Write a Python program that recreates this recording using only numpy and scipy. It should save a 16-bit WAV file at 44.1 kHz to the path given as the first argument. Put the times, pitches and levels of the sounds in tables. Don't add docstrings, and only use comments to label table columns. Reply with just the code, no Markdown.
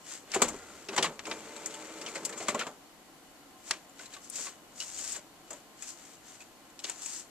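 import sys
import numpy as np
from scipy import signal
from scipy.fft import rfft, irfft
from scipy.io import wavfile
from scipy.ndimage import uniform_filter1d

SR = 44100
rng = np.random.default_rng(int(sys.argv[2]) if len(sys.argv) > 2 else 0)


def boost(x):
    u = np.asarray(x, float) / 20
    return 10 ** u


def store_pcm(level_fs):
    pcm = np.round(np.clip(level_fs, -1, 1) * 32767).astype(np.int16)
    wavfile.write(sys.argv[1], SR, np.atleast_2d(pcm).T)


N = 321921
HZ = np.fft.rfftfreq(N, 1 / SR)
T = np.arange(N) / SR
HIT_SAMPLES = 8000

# (time [s], struck piece level [dB], port ring level re piece [dB], piece pitch [Hz])
PICKUP_CLACKS = [(0.317, -39, -11, 4600), (0.337, -24, -6.5, 2100), (0.344, -23, -2, 2530),
                 (0.351, -36, 5, 840), (0.418, -17.5, 3.5, 4300), (0.419, -17.5, -27, 1180),
                 (0.483, -33, 5, 1140), (0.886, -30.5, -18, 2650), (0.931, -34, -20, 1160),
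                 (0.963, -25, -5, 1110), (0.977, -16.5, -12, 980), (0.979, -18, -18, 2980),
                 (1.026, -17.5, -26, 3260), (1.042, -19.5, -13, 1160), (1.059, -24, -26, 1180),
                 (1.192, -35.5, -11, 1240), (1.253, -30, -12, 2710), (1.267, -32, -6, 1175),
                 (1.311, -43, -28, 2330)]
FEED_CLACKS = [(1.563, -39, -3, 4000), (1.66, -37, 8, 2000), (1.74, -36.5, -0.5, 3120),
               (1.892, -40.5, -24, 980), (2.013, -36, -6, 2500), (2.0135, -34.5, -20, 5200),
               (2.062, -28.5, -31, 3050), (2.079, -33.5, -17, 2400), (2.149, -36, -6, 1500),
               (2.154, -28, -4, 2280), (2.164, -33, -12, 2200), (2.25, -26.5, 2.5, 5000),
               (2.292, -38, 4.5, 1850), (2.326, -33, -9, 2100), (2.376, -36.5, 2, 1200),
               (2.402, -35, -14, 2220), (2.424, -35.5, -8, 1140), (2.483, -19, -8.5, 1200),
               (2.489, -24.5, -6, 2150), (2.546, -29.5, -4.5, 1210), (2.592, -24.5, -7.5, 3020),
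               (2.609, -25.5, -30, 1320), (2.667, -29.5, -11, 1150)]
PAW_SNAPS = [(3.732, -38, -23, 2430), (3.894, -56, 6, 930), (3.992, -38, -12, 1500),
             (4.057, -40.5, -3, 4000), (4.136, -38.5, -10, 4080), (4.165, -40.5, -23, 1130),
             (4.356, -35, 5, 4750), (4.384, -35, -11, 1074), (4.468, -34, -17, 1120),
             (4.534, -51, -17, 1070), (4.802, -45, -15, 2950), (4.803, -29, -14, 4560),
             (4.811, -40, -10, 2990), (4.819, -33, -26, 2970), (4.944, -40, 6, 4510),
             (4.986, -38, 4.5, 3080), (5.047, -43, 0, 3000), (5.113, -38, -6, 5370),
             (5.121, -45.5, 15.5, 4180), (5.163, -43, 8, 1110), (5.506, -38.5, 3, 1546),
             (5.507, -46, -20, 870), (5.529, -46, 7, 980), (5.822, -38.5, 4.5, 2530),
             (6.404, -44, -8, 2500), (6.42, -47.5, -2, 2600), (6.885, -49, -20, 1510),
             (6.699, -54, 0, 1060), (7.058, -40, 11.5, 2560)]
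FLAT_SNAPS = [(3.709, -19, -8, 1370), (3.7095, -17.5, -36, 4060), (3.711, -26, -36, 2880),
              (6.791, -33, -7, 5000), (6.8, -38, -6, 5500), (6.839, -33, -2, 6000),
              (6.843, -26.5, -14, 4680), (6.851, -28.5, -23, 5000), (6.897, -31.5, 6.5, 1790)]
TAB_PLUCKS = [(1.3115, -32, -23, 1475), (2.545, -27.5, -12, 1104), (2.667, -37, -20, 1014),
              (4.139, -46, -20, 4020), (4.802, -31.5, -20, 2910), (4.811, -36, -17, 2900),
              (4.82, -36, -20, 2920), (6.404, -46, -3, 2530), (6.414, -47.5, -1, 2490)]
# (broad crack share [0-1], decay t60 [s], mode width re pitch [ratio])
PICKUP_RING = (0.58, 0.07, 0.33)
FEED_RING = (0.47, 0.065, 0.35)
PAW_RING = (0.57, 0.047, 0.096)
FLAT_SNAP_RING = (0.89, 0.026, 0.26)
TAB_RING = (0.2, 0.04, 0.1)

# (time [s], peak level [dB], centre [Hz], decay t60 [s])
TICKS = [(0.3175, -11, 5700, 0.02), (0.484, -13, 7040, 0.03), (1.1925, -8, 2290, 0.018),
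         (1.3125, -7, 2190, 0.067), (6.405, -34, 2510, 0.035), (0.4207, 1.5, 7250, 0.018),
         (0.9777, -11, 7200, 0.017), (1.027, -2.5, 7950, 0.042), (1.6593, -4, 6800, 0.017),
         (2.2492, -10.5, 7600, 0.027), (2.4843, -4, 7360, 0.026), (2.5934, -18, 7510, 0.015),
         (3.71, -1, 6060, 0.0084), (4.299, -11, 8550, 0.026), (4.802, -5.5, 6300, 0.019),
         (6.843, -8, 6000, 0.022), (6.8975, -11, 7350, 0.018), (7.058, -17, 7300, 0.025)]
# (time [s], peak level [dB])
SPARKS = [(0.4207, -42), (0.9777, -50), (1.6593, -37), (2.2495, -41), (2.4843, -42), (2.5934, -48),
          (3.71, -50), (4.299, -41), (4.802, -54)]

# (time [s], peak level [dB], case pitch [Hz], decay t60 [s])
THUMPS = [(0.344, -28, 655, 0.17), (0.359, -18.5, 393, 0.059), (0.418, -17, 670, 0.023),
          (0.42, -17, 248, 0.14), (0.499, -33.5, 295, 0.36), (0.54, -37, 402, 0.07),
          (0.888, -31, 403, 0.11), (0.981, -22.5, 371, 0.3), (0.975, -30.5, 157, 0.32),
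          (1.03, -27.5, 159, 0.24), (1.03, -26, 580, 0.066), (1.049, -35.5, 604, 0.31),
          (1.277, -27.5, 412, 0.028), (1.312, -31.5, 392, 0.13)]
BUMPS = [(2.159, -31, 560, 0.16), (2.4, -33.5, 640, 0.28), (2.486, -23.5, 596, 0.11),
         (2.544, -21, 606, 0.095), (2.667, -29, 600, 0.13), (3.706, -37.5, 626, 0.19),
         (3.999, -47, 350, 0.11), (4.391, -42, 283, 0.13), (4.479, -48, 407, 0.11), (5.164, -41, 580, 0.12),
         (5.507, -39.5, 582, 0.27), (5.51, -44, 293, 0.15), (6.845, -39, 420, 0.07)]
# (desk boom level re peak [dB], lid share [ratio])
PICKUP_BODY = (-33.5, 0.15)
LATER_BODY = (-64, 0.2)

# (start [s], hold [s], hum level [dB], gear mesh level re hum [dB])
MOTOR_RUNS = [(0, 0.024, -64, -12), (.2, 0.17, -60.5, -11), (.4, 0.079, -39.5, -2.5),
              (.56, 0.27, -56.5, -6), (.93, 0.17, -42.5, -5), (1.15, 0.11, -57, -11),
              (1.29, 0.035, -44.5, 3), (1.33, 0.75, -51.5, 2), (2.02, 0.49, -47.5, -3.5),
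              (2.53, 0.075, -41.5, -24), (2.63, 0.077, -47, -25)]
# (frequency [Hz], level [dB per Hz])
MOTOR_HUM = [(35, -54), (60, -42), (219, -4.5), (279, -11), (317, -13), (404, -2.5), (435, -4), (584, -5.5),
             (641, -9.5), (1340, -12), (5000, -68), (6500, -29), (11000, -120)]
# (frequency [Hz], level [dB])
GEAR_TONES = [(441.4, -59), (586.8, -58), (888.2, -61), (1314, -65), (1534, -66), (2083, -62.5),
              (2363, -62)]
# (time [s], level [dB])
ROLLER_COAST = [
    (.48, -88),
    (.55, -33),
    (.8, -41),
    (.88, -51),
]

# (start [s], hold [s], hiss level [dB], scrape level re hiss [dB])
SHEET_DRAGS = [(.345, 0.019, -45, 10), (.435, 0.017, -40.5, 3), (.47, 0.1, -56, 0), (.56, 0.31, -62, 3),
               (.94, 0.01, -51, 6), (.99, 0.0076, -50, -7), (1.043, 0.011, -43.5, 9.5),
               (1.09, 0.082, -68, -4), (1.265, 0.086, -55.5, 1), (1.34, 1.0, -57, 5),
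               (2.085, 0.0084, -51.5, -7), (2.165, 0.0081, -52, 6), (2.385, 0.053, -48.5, -1),
               (2.5, 0.0063, -45, 8.5), (2.603, 0.014, -49, 15), (2.65, 0.052, -64, -17)]
PAW_STROKES = [(0.078, 0.09, -49, -1), (3.691, 0.0074, -45.5, -15), (3.711, 0.029, -56.5, 13.5),
               (4.004, 0.034, -55.5, 3), (4.13, 0.021, -55, 5), (4.241, .01, -53, -14),
               (4.345, 0.12, -43, -9), (4.47, 0.016, -50, 2.5), (4.792, 0.05, -46, -10.5),
               (4.857, 0.13, -49.5, -8.5), (4.974, .18, -43.5, -9), (5.15, 0.024, -61, 14),
               (5.503, 0.062, -60, 2), (5.815, 0.033, -52.5, -3.5), (5.876, 0.037, -46.5, -12),
               (5.97, 0.18, -61.5, -2), (6.262, 0.098, -59, -1.5), (6.41, 0.013, -65, 2.5),
               (6.87, 0.04, -47, 1.5), (6.958, 0.083, -53.5, -5), (7.026, 0.17, -45, -10.5)]
# (frequency [Hz], level [dB per Hz])
PAPER_HISS = [(2060, -22.5), (3500, -14.5), (4880, -6), (5460, -5), (7470, 2), (9860, -15.5), (13900, -27),
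              (14600, -41), (14900, -70), (15300, -73)]
# (frequency [Hz], level [dB per Hz])
PAPER_SCRAPE = [(90, -52), (300, -6), (900, -6.5), (1500, -2.5), (3000, -4), (4500, -11.5), (6000, -47)]

# (start [s], hold [s], shiver level [dB], sway level re shiver [dB])
DESK_TREMBLES = [
    (.44, 0.097, -59, -1),
    (.6, 0.17, -68, -15),
    (1.0, .1, -68, -10),
    (1.17, 0.32, -68, -10),
    (3.7, .06, -69, -10),
    (4.95, 0.24, -71.5, -7),
]

# (frequency [Hz], level [dB per Hz])
ROOM_WASH = [(15, -34), (25, -8.5), (77, -13.5), (107, -11), (329, 0), (386, -7.5), (736, -5.5), (989, -10),
             (2970, -18.5), (3590, -18.5), (4570, -20.5), (8700, -23.5), (13000, -23.5), (14100, -24),
             (15300, -59)]
# (frequency [Hz], level [dB])
ROOM_TONES = [(280, -69), (328, -103), (748, -67.5), (1050, -67.5), (1394, -101), (1604, -84), (1922, -89),
              (2950, -71.5), (4400, -74)]

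# (frequency [Hz], likeness [0 to 1], below 0 counts as 0)
NEAR_SAME = [(60, 0.54), (150, 1.), (600, 1), (1200, 1), (2200, 0.74), (3500, 0.93), (6000, 0.094),
             (14000, 0.21)]
ROOM_SAME = [(60, -0.73), (180, 0.99), (540, 0.71), (1640, 0.44), (4930, -1), (14800, -0.0015)]
# (frequency [Hz], level [dB])
NEAR_LEFT = [(60, -2), (130, 0), (290, 1.5), (640, -0.5), (1400, 1), (3070, 2.5), (6750, 3.5), (14800, 43)]
ROOM_LEFT = [(60, -3.5), (150, 2), (380, 1.5), (940, 0), (2360, 3.5), (5920, -0.5), (14800, -2)]


def clatter():
    kinds = [(PICKUP_CLACKS, hit, PICKUP_RING), (FEED_CLACKS, hit, FEED_RING),
             (PAW_SNAPS, hit, PAW_RING), (FLAT_SNAPS, hit, FLAT_SNAP_RING), (TAB_PLUCKS, hit, TAB_RING),
             (TICKS, tick, ()), (SPARKS, spark, ()),
             (THUMPS, thump, PICKUP_BODY), (BUMPS, thump, LATER_BODY)]
    out = np.zeros((2, N + HIT_SAMPLES))
    for table, sound, shared in kinds:
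        for time_s, *row in table:
            start = round(time_s * SR)
            out[:, start:start + HIT_SAMPLES] += sound(*row, *shared)
    return out[:, :N]


def hit(db, ring_db, hz, crack_share, t60, width):
    chatter = burst(0.0012, t60, snap=0.68)
    rebounds = evened(uniform_filter1d(rng.standard_normal(HIT_SAMPLES), size=50))
    chatter = chatter * boost(0.5 * rebounds)

    port_hz = 7300
    ring = resonate_twice(chatter, port_hz, 1440)
    ring = ring + 0.074 * resonate(resonate(chatter, 10200, 5500), 8900, 7000)

    band = [max(600, 0.44 * hz), min(6500, 3.33 * hz)]
    crack = signal.sosfilt(signal.butter(3, band, "band", fs=SR, output="sos"), chatter)

    modes = [(1, 1), (1.35, 0.3), (1.8, 0.3)]
    piece = sum(gain * resonate_twice(chatter, ratio * hz, width * hz) for ratio, gain in modes)

    crack_share = np.clip(crack_share, 0, 1)
    struck = (1 - crack_share) * evened(piece) + crack_share * evened(crack)
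    return peaked(struck, db + 0.5) + peaked(ring, db + ring_db + 2.5)


def tick(db, hz, t60):
    crack = resonate_twice(burst(0.00013, t60), hz, 3400)
    softened = signal.sosfilt(signal.butter(2, 9500, fs=SR, output="sos"), crack)
    return peaked(softened, db - 18.0)


def spark(db):
    treble = signal.butter(2, 9000, "high", fs=SR, output="sos")
    return peaked(signal.sosfilt(treble, burst(0.00015, 0.0098)), db)


def thump(db, hz, t60, boom_db, lid_share):
    push = burst(0.00032, t60)
    walls = resonate_twice(push, hz, 0.21 * hz) + 0.5 * resonate_twice(push, 460, 870)
    lid = resonate_twice(push, 238, 80)
    boom = resonate(resonate(burst(0.022, 2.0 * t60), 76, 44), 74, 41)
    boom_tilt_db = 6 * np.log2(hz / 400)
    return peaked(walls + lid_share * lid, db - 0.5) + peaked(boom, db + boom_db + boom_tilt_db - 5.5)


def motor():
    runs = held(MOTOR_RUNS, rise_db_per_s=274, fall_db_per_s=225, bow_db=0.9)
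    load, meshed = runs * boost(0.8 * wander(16))
    hum = load * 0.92 * colour(rng.standard_normal((2, N)), MOTOR_HUM)

    shaft_level = boost(-4.5 + 3 * wander(12))
    shaft_hz = 319 + 5 * wander(6)
    shaft = shaft_level * np.sin(2 * np.pi * np.cumsum(shaft_hz) / SR)
    gears = sum(tones([(hz, db)], 6 + 0.012 * hz) for hz, db in GEAR_TONES)
    mesh = meshed * (boost(48) * gears + shaft)

    coast_db = np.interp(T, *np.transpose(ROLLER_COAST))
    whine = boost(coast_db) * tones([(1375, -23.0), (2000, -27)], 120)
    return hum + mesh + whine


def paper():
    strokes = held(SHEET_DRAGS + PAW_STROKES, rise_db_per_s=366, fall_db_per_s=349, bow_db=2.5)
    hiss, scrape = strokes + boost(-72)
    catches = boost(0.81 * np.minimum(rng.exponential(1, N), 4))
    catches = catches * (rng.random(N) < 500 / SR)
    grain = signal.oaconvolve(catches, np.exp(-np.arange(400) / 60.0))[:N]
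    rub = rng.standard_normal((2, N)) * (1 + 0.5 * evened(grain)) * boost(0.5 * wander(29))
    return boost(2.0) * hiss * colour(rub, PAPER_HISS) + boost(-3.0) * scrape * colour(rub, PAPER_SCRAPE)


def desk():
    shiver, sway = held(DESK_TREMBLES, rise_db_per_s=300, fall_db_per_s=150, bow_db=1.5)
    return shiver * tones([(78, 0)], 43) + sway * tones([(35, 0)], 25)


def room():
    wash_level = boost(-58 + 0.16 * wander(25.0))
    wash = wash_level * colour(rng.standard_normal((2, N)), ROOM_WASH)
    tone_level = boost(-4 + wander(3))
    return wash + tone_level * sum(tones([(hz, db)], 4 + 0.006 * hz) for hz, db in ROOM_TONES)


def ports(pair, same, left_db):
    lag_s = 4.5e-5
    first, second = rfft(pair)
    likeness = np.clip(read(same, HZ), 0, 1)
    left_gain = boost(read(left_db, HZ))
    left = left_gain * first * np.exp(-2j * np.pi * HZ * lag_s)
    right = likeness * first + np.sqrt(1 - likeness ** 2) * second
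    loudness = np.sqrt(1 + left_gain ** 2 + 2 * likeness * left_gain)
    return irfft(np.array([left, right]) * 2 / loudness, N)


def held(rows, rise_db_per_s, fall_db_per_s, bow_db):
    power = np.zeros((2, N))
    for start, hold, db, second_db in rows:
        through = np.clip((T - start) / hold, 0, 1)
        rise_db = rise_db_per_s * np.maximum(start - T, 0)
        fall_db = fall_db_per_s * np.maximum(T - start - hold, 0)
        main_db = db - rise_db - fall_db - bow_db * (2 * through - 1) ** 2
        power += boost(2 * (main_db + np.array([[0], [second_db]])))
    return np.sqrt(power)


def burst(rise, t60, snap=0.0):
    t = np.arange(HIT_SAMPLES) / SR
    decay = boost(-60 * t / max(t60, 0.01)) + 0.023 * boost(-60 * t / 0.32)
    fade_out = np.cos(0.5 * np.pi * t / t[-1])
    shape = (1 - np.exp(-t / rise)) * decay * fade_out
    return rng.standard_normal((2, len(t))) * (shape + snap * np.exp(-t / 0.00049))


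def resonate(x, hz, width):
    b, a = signal.iirpeak(hz, hz / width, SR)
    return signal.lfilter(b, a, x)


def resonate_twice(x, hz, width):
    return resonate(resonate(x, hz, width), hz, width)


def tones(lines, width):
    return sum(boost(db) * evened(resonate(rng.standard_normal((2, N)), hz, width)) for hz, db in lines)


def colour(x, points):
    return evened(irfft(rfft(x) * boost(read(points, HZ)), N))


def wander(hz):
    return evened(irfft(rfft(rng.standard_normal(N)) / (1 + (HZ / hz) ** 2), N))


def read(points, hz):
    f, value = np.transpose(points)
    return np.interp(np.log(hz + 1), np.log(f + 1), value)


def evened(x):
    return x / np.sqrt(np.mean(x ** 2) + 1e-20)


def peaked(x, db):
    return boost(db) * x / abs(x).max()


def scene():
    near = clatter() + motor() + paper() + desk()
    return ports(near, NEAR_SAME, NEAR_LEFT) + ports(room(), ROOM_SAME, ROOM_LEFT)


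def top_cut(x):
    return signal.sosfilt(signal.butter(12, 16800, fs=SR, output="sos"), x)


def record(dry):
    edge_hz, top_hz = 14300, 16500
    limited = signal.oaconvolve(dry, signal.firwin(255, edge_hz, fs=SR)[None], "same")
    top_band = signal.firwin(255, [edge_hz, top_hz], pass_zero=False, fs=SR)
    top = signal.oaconvolve(dry, top_band[None], "same")
    power = (top ** 2).mean(0)
    quick = uniform_filter1d(power, size=128)
    slow = uniform_filter1d(power, size=2048)
    opens = (quick > boost(2 * -63)) & (quick > 4.5 * slow)
    gate = uniform_filter1d(1.0 * opens, size=128)
    return top_cut(limited + 0.5 * top * gate)


dry = scene()
out = record(dry)
store_pcm(out)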